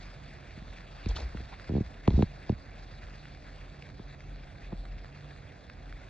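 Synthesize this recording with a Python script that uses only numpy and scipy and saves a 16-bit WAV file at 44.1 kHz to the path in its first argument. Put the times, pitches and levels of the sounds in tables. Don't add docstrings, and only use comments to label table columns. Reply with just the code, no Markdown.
import sys
import numpy as np
from scipy import signal
from scipy.fft import rfft, irfft
from scipy.io import wavfile
from scipy.ndimage import uniform_filter1d

SR = 44100
rng = np.random.default_rng(int(sys.argv[2]) if len(sys.argv) > 2 else 0)


def put_to_file(sound):
    columns = np.atleast_2d(sound).T
    safe = np.clip(columns, -1, 1)
    whole_steps = np.round(safe * 32767)
    wavfile.write(sys.argv[1], SR, whole_steps.astype(np.int16))


N = 268569
HZ = np.fft.rfftfreq(N, 1 / SR)
TIME = np.arange(N) / SR


def gain_of(db):
    return 10 ** (np.asarray(db) / 20)


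def unit_rms(x):
    return x / np.sqrt(np.mean(x ** 2) + 1e-20)


def curve_at(points, hz):
    f, value = np.transpose(points)
    return np.interp(np.log(hz + 1), np.log(f + 1), value)


def fader(*phrases):
    gain = sum(gain_of(np.interp(TIME, *np.transpose(rows), left=-200, right=-200)) for rows in phrases)
    return uniform_filter1d(gain, size=300)


def place(mix, start_s, sound):
    part = mix[round(start_s * SR):][:len(sound)]
    part += sound[:len(part)]


def equalise(x, points):
    return irfft(rfft(x) * gain_of(curve_at(points, HZ)), N)


def noise_band(hz, width_hz):
    return unit_rms(irfft(rfft(rng.standard_normal(N)) / (1 + ((HZ - hz) / (width_hz / 2)) ** 2), N))


def tick(hz, decay_s, broadband):
    t = np.arange(400) / SR
    puff = rng.standard_normal(400) * t / decay_s * np.exp(-t / decay_s)
    puff = puff * broadband + signal.lfilter(*signal.iirpeak(min(hz, 9000), 1.5, SR), puff)
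    return puff / abs(puff).max()


def hiss():
    frames = N // 64 + 6
    real, imag, patches = rng.standard_normal((frames, 129, 3)).T
    patches = unit_rms(uniform_filter1d(uniform_filter1d(patches, 6, axis=0), 40, axis=1))
    flicker = unit_rms(uniform_filter1d(rng.standard_normal(frames), 12))
    spectra = (real + 1j * imag) * gain_of(2.5 * patches + 1.76 * flicker)
    return unit_rms(signal.istft(spectra, nperseg=256, noverlap=192)[1][:N])


# t/s, level/dB
BURN_FADER = [(0.0, -53.5), (0.34, -55.5), (1.31, -52.5), (1.51, -54.5), (2.44, -56), (2.71, -56.5),
              (3.07, -54.5), (3.43, -56.5), (3.78, -55.5), (3.97, -58), (4.66, -56.5), (4.82, -58),
              (5.0, -59), (5.22, -55), (5.71, -59.5), (5.89, -58), (6.09, -55)]
SPARKS_PER_S, SPARKS_OVER_HISS_DB, SPARK_SPREAD_DB = 1200, -7, 4


def sparkler_fizz():
    sizes = gain_of(SPARK_SPREAD_DB * np.minimum(rng.exponential(1, N), 4.5))
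    hits = sizes * (rng.random(N) < SPARKS_PER_S / SR)
    kind = rng.integers(0, 12, N)
    shapes = [tick(hz, decay_s=.00042, broadband=.42) for hz in np.geomspace(700, 7000, num=12)]
    sparks = sum(signal.oaconvolve(hits * (kind == k), shape)[:N] for k, shape in enumerate(shapes))
    burn = hiss() + gain_of(SPARKS_OVER_HISS_DB) * unit_rms(sparks)
    return unit_rms(port_colour(burn)) * fader(BURN_FADER)


# f/Hz, gain/dB
NIGHT_EQ = [(20, -30), (38, -9), (55, 0.5), (90, -3), (180, -10), (300, -17), (450, -19), (750, -16.5),
            (1100, -38.5), (2000, -66)]
NIGHT_DB = -50


def night_wash():
    return gain_of(NIGHT_DB) * unit_rms(equalise(rng.standard_normal(N), NIGHT_EQ))


# t/s, level/dB, f/Hz
THROB_PHRASES = [
    [(0.0, -54, 43.1), (0.044, -45.5, 43), (0.194, -53, 42.6), (0.226, -71, 43.1), (0.304, -48, 43.1),
     (0.468, -76, 42.7), (0.49, -53, 43.4), (0.58, -60, 43.4), (0.614, -47, 44), (0.732, -47, 43.1),
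     (0.788, -53, 42.6), (1.03, -46.5, 42.8), (1.06, -48, 43.6)],
    [(1.45, -47, 43.3), (1.5, -55, 43.6), (1.592, -55, 43.5), (1.618, -69, 43.1), (1.646, -51, 43.1),
     (1.7, -44, 43.1)],
    [(1.93, -54, 42.8), (1.948, -57, 42.7), (1.992, -44, 42.5), (2.026, -51, 43.3), (2.08, -45, 43.1)],
    [(2.26, -37, 43.5), (2.284, -46.5, 43.2), (2.364, -51, 43.7), (2.394, -49, 43.1), (2.44, -61, 43.2),
     (2.5, -40, 43.3)],
    [(2.6, -47, 43.1), (2.62, -55, 43), (2.82, -44, 43.2), (2.85, -51, 42.9), (3.09, -44.5, 43.3),
     (3.24, -59, 42.9), (3.26, -73, 42.6), (3.3, -53, 42.9), (3.69, -48.5, 43.2), (3.86, -79, 43.1),
     (3.89, -63, 43), (4.03, -48, 43), (4.13, -50, 42.9), (4.15, -64, 43.9), (4.3, -41.5, 43.32),
     (4.46, -47, 43.1), (4.48, -73, 43.1), (4.67, -42.5, 43.2), (4.73, -47, 43.2), (4.8, -34.5, 42.9),
     (4.85, -46.5, 43.25), (4.92, -36.5, 43.5), (5.16, -60, 43.13), (5.19, -72, 42.6), (5.3, -73, 43.3),
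     (5.38, -52, 43), (5.47, -73, 43.05), (5.5, -59, 43.1), (5.66, -54, 43.3), (5.7, -66, 43.3),
     (5.76, -51.5, 43.3), (5.96, -41.5, 43.1), (6.0, -61, 42.8), (6.05, -52, 43.1), (6.09, -56, 43)],
]
# f/Hz, width/Hz, level/dB
HUM_BANDS = [(94.3, 8, -66), (143.6, 3, -58), (284.3, 8, -68)]


def far_engine():
    times, _, hz = np.vstack(THROB_PHRASES).T
    cycles = np.cumsum(np.interp(TIME, times, hz)) / SR + rng.random()
    throb = np.sqrt(2) * np.sin(2 * np.pi * cycles)
    lumps = fader(*(np.array(rows)[:, :2] for rows in THROB_PHRASES))
    hum = sum(gain_of(db) * noise_band(hz, width_hz) for hz, width_hz, db in HUM_BANDS)
    return throb * lumps + hum


# t/s, relative level/dB, f/Hz
POP_CUES = [(0.257, -48, 2120), (0.537, -42, 1690), (0.784, -35.5, 2060), (1.029, -49, 1710),
            (1.361, -45, 2300), (1.372, -31.5, 1466), (1.597, -31.5, 1427), (2.811, -45, 2068),
            (3.033, -36.5, 1638), (3.085, -37, 853), (3.254, -34, 1636), (3.292, -49, 1501),
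            (3.823, -31, 2640), (4.082, -43, 2226), (4.205, -36, 2024), (4.292, -56, 2208),
            (4.327, -51, 1720), (4.853, -36, 1250), (4.865, -50, 1200), (4.982, -38.5, 2184),
            (4.988, -44, 2030), (5.045, -31.5, 810), (5.056, -42, 1326), (5.207, -42, 2260),
            (5.245, -42, 1060), (5.307, -39, 1963), (5.698, -32, 1480), (5.804, -52, 817),
            (5.894, -40.5, 2133), (5.925, -32.5, 1413)]


def spark_pops():
    out, t = np.zeros(N), np.arange(300) / SR
    for start_s, db, hz in POP_CUES:
        ring = np.exp(-t / .00046) * np.sin(2 * np.pi * hz * t)
        snap = -.62 * np.exp(-t / .00006)
        spit = .5 * tick(2 * hz, decay_s=.0008, broadband=.52)[:300]
        place(out, start_s + .001, gain_of(db) * (ring + snap + spit))
    return port_colour(out) * gain_of(4)


# t/s, thump level/dB, push (1) or pull (-1), hardness as treble corner f/Hz,
# relative tick level/dB
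KNOCK_CUES = [(0.5721, -35, 1, 350, -63), (.617, -36.5, -1, 298, -56), (1.06, -23.5, -1, 400, -32.5),
              (1.3457, -30, -1, 900, -55), (1.3998, -35.5, -1, 710, -42), (1.6926, -23.5, -1, 720, -43.5),
              (1.7047, -27, -1, 720, -54), (1.7171, -23, -1, 447, -67), (1.735, -22, -1, 506, -55.5),
              (1.7505, -18, -1, 598, -48), (1.7643, -19.5, -1, 690, -42), (1.7787, -19.5, -1, 600, -52.5),
              (1.8041, -19, -1, 420, -44), (2.0776, -9.5, -1, 1780, -26.5), (2.1051, -26, -1, 1180, -35),
              (2.1223, -30, -1, 249, -50), (2.1352, -20.5, -1, 300, -54.5), (2.1582, -32, -1, 200, -53),
              (2.1752, -14.5, -1, 300, -49), (2.19, -14.5, -1, 627, -59), (2.204, -16.5, -1, 500, -50),
              (2.2244, -13, -1, 1200, -29), (2.4948, -15, -1, 800, -37), (2.5205, -23, -1, 250, -49),
              (3.9951, -34.5, 1, 1510, -52), (4.7223, -30.5, 1, 1203, -56), (4.7281, -30, 1, 2490, -46)]
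# f/Hz, gain/dB
KNOCK_EQ = [(25, -25.5), (50, 4), (90, 2.5), (170, 3.5), (260, -2.5), (400, -6), (600, -14.5), (1000, -18),
            (1500, -32.5), (3000, -69.5), (8000, -87)]
BASS_LAG_S, HALF_LAG_HZ = .010, 350
RUN_UP_S = .008
REBOUND_S, REBOUND_DB, REBOUND_CORNER_HZ = .0096, -6.5, 252


def grip_knocks():
    thumps, ticks = np.zeros(N), np.zeros(N)
    hz = np.fft.rfftfreq(8192, 1 / SR)
    phase_lag = 2 * np.pi * (BASS_LAG_S * HALF_LAG_HZ * np.arctan(hz / HALF_LAG_HZ) + hz * RUN_UP_S)
    wave = gain_of(curve_at(KNOCK_EQ, hz)) * np.exp(-1j * phase_lag)
    rebound = gain_of(REBOUND_DB) * np.exp(-2j * np.pi * hz * REBOUND_S)
    wave *= 1 + rebound / (1 + (hz / REBOUND_CORNER_HZ) ** 2)
    for start_s, db, push, corner_hz, tick_db in KNOCK_CUES:
        softened = wave / np.sqrt(1 + (hz / corner_hz) ** 6)
        sweep = irfft(softened)[:4096] * signal.windows.tukey(4096, .1)
        place(thumps, start_s - RUN_UP_S, push * gain_of(db) * sweep / abs(sweep).max())
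        place(ticks, start_s - .001, gain_of(tick_db) * tick(3500, decay_s=.0008, broadband=.62))
    return thumps + port_colour(ticks) * gain_of(11)


# t/s, level/dB
SWAY_PHRASES = [
    [(1.06, -39), (1.076, -30), (1.11, -27), (1.214, -42.5), (1.25, -35), (1.402, -41.5), (1.452, -53),
     (1.47, -46)],
    [(1.83, -36), (1.858, -45), (1.884, -41), (1.902, -60), (1.95, -55)],
    [(2.105, -28.5), (2.175, -22)],
    [(2.535, -38), (2.597, -49), (2.62, -60)],
]


def body_sway():
    return noise_band(hz=56.6, width_hz=27) * fader(*SWAY_PHRASES)


# t/s, level/dB
RUB_STROKES = [
    [(1.084, -55), (1.092, -44.5), (1.118, -41.5)],
    [(1.148, -57), (1.16, -45), (1.175, -41.5), (1.2, -43.5), (1.24, -47.5), (1.26, -62)],
    [(2.09, -53.5), (2.16, -48), (2.235, -48), (2.25, -63)],
]
# f/Hz, gain/dB
RUB_EQ = [(150, 20), (500, 14), (1000, 4.5), (1800, -9), (4000, 5.5), (8000, 8)]
# t/s, level/dB, length/s, f/Hz
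SCUFF_CUES = [(1.084, -50.5, 0.01, 5670), (1.101, -54, 0.012, 2980), (1.154, -43, 0.024, 3240),
              (1.165, -43, 0.011, 1200), (1.188, -45, 0.0055, 694), (1.521, -50.5, 0.026, 786)]


def skin_rubs():
    grains = rng.standard_normal(N)
    grains *= gain_of(2 * unit_rms(uniform_filter1d(rng.standard_normal(N), 90)))
    out = unit_rms(port_colour(equalise(grains, RUB_EQ))) * fader(*RUB_STROKES)
    for start_s, db, length_s, hz in SCUFF_CUES:
        scuff = grains[round(start_s * SR):][:round(length_s * SR)]
        resonance = signal.iirpeak(hz, 1.2, SR)
        scuff = signal.lfilter(*resonance, signal.lfilter(*resonance, scuff))
        scuff *= signal.windows.tukey(len(scuff), .5)
        place(out, start_s, gain_of(db) * unit_rms(scuff))
    return signal.sosfilt(signal.butter(4, 7500, fs=SR, output="sos"), out)


# f/Hz, gain/dB
PORT_EQ = [(300, -9), (900, -0.5), (1200, -3.5), (1600, -1.5), (2300, -2), (3700, -7.5), (4900, -10),
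           (5500, -16.5), (6400, -18.5), (7400, -18), (8300, -27.5), (8700, -30), (10500, -43),
           (12000, -50)]
# f/Hz, width/Hz, gain/dB
PORT_NOTCHES = [(3050, 300, -9), (6900, 300, -5)]


def port_colour(x):
    notches_db = sum(db / (1 + ((HZ - hz) / (width_hz / 2)) ** 2) for hz, width_hz, db in PORT_NOTCHES)
    return irfft(rfft(x) * gain_of(curve_at(PORT_EQ, HZ) + notches_db), N)


# f/Hz, left lead/rad
AIR_LEAD = [(200, -.1), (350, -.3), (550, .3), (750, -1.2), (1000, -4), (1600, -6.3), (2700, -5.4),
            (4000, -5.9), (5100, -3.9), (5700, -4.8), (7600, -3.7), (9000, -3.14)]
HANDLING_LEAD = [(120, 0), (320, -.5), (600, 1.7), (760, -.9), (1300, -.3), (2700, .9), (4000, .4),
                 (5100, 2.4), (5700, 1.5), (9000, 3.1)]
# f/Hz, left over right/dB
AIR_PAN = [(120, -5), (300, 0), (450, -4.5), (850, -0.5), (1100, -3), (1600, 0.5), (2800, 0), (3300, 1)]
HANDLING_PAN = [(90, 0), (200, -2.5), (380, 3), (600, -4.5), (900, 0), (1150, 6), (1800, 0)]
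# f/Hz, likeness (0 to 1)
AIR_LIKENESS = [(150, 1.), (300, .9), (550, 0.79), (800, 0.41), (1200, .4), (1600, 1), (4000, 0.94),
                (7000, 0.84), (9000, 0.99)]


def stereo_ports(air, other_air, handling):
    air, other_air, handling = rfft(air), rfft(other_air), rfft(handling)
    likeness = curve_at(AIR_LIKENESS, HZ)
    right_air = likeness * air + np.sqrt(1 - likeness ** 2) * other_air
    air_tilt = gain_of(curve_at(AIR_PAN, HZ) / 2) * np.exp(.5j * curve_at(AIR_LEAD, HZ))
    handling_tilt = gain_of(curve_at(HANDLING_PAN, HZ) / 2) * np.exp(.5j * curve_at(HANDLING_LEAD, HZ))
    left = air * air_tilt + handling * handling_tilt
    right = right_air / air_tilt + handling / handling_tilt
    return irfft([left, right], N)


def scene():
    knocks, pops, rubs = grip_knocks(), spark_pops(), skin_rubs()
    air, other_air = (sparkler_fizz() + night_wash() + pops for _ in range(2))
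    return stereo_ports(air, other_air, knocks + rubs) + far_engine() + body_sway()


def record(dry):
    high_cut = signal.firwin(511, 12300, window=("kaiser", 9), fs=SR)
    return signal.oaconvolve(dry, high_cut[None], "same")


dry = scene()
out = record(dry)
put_to_file(out)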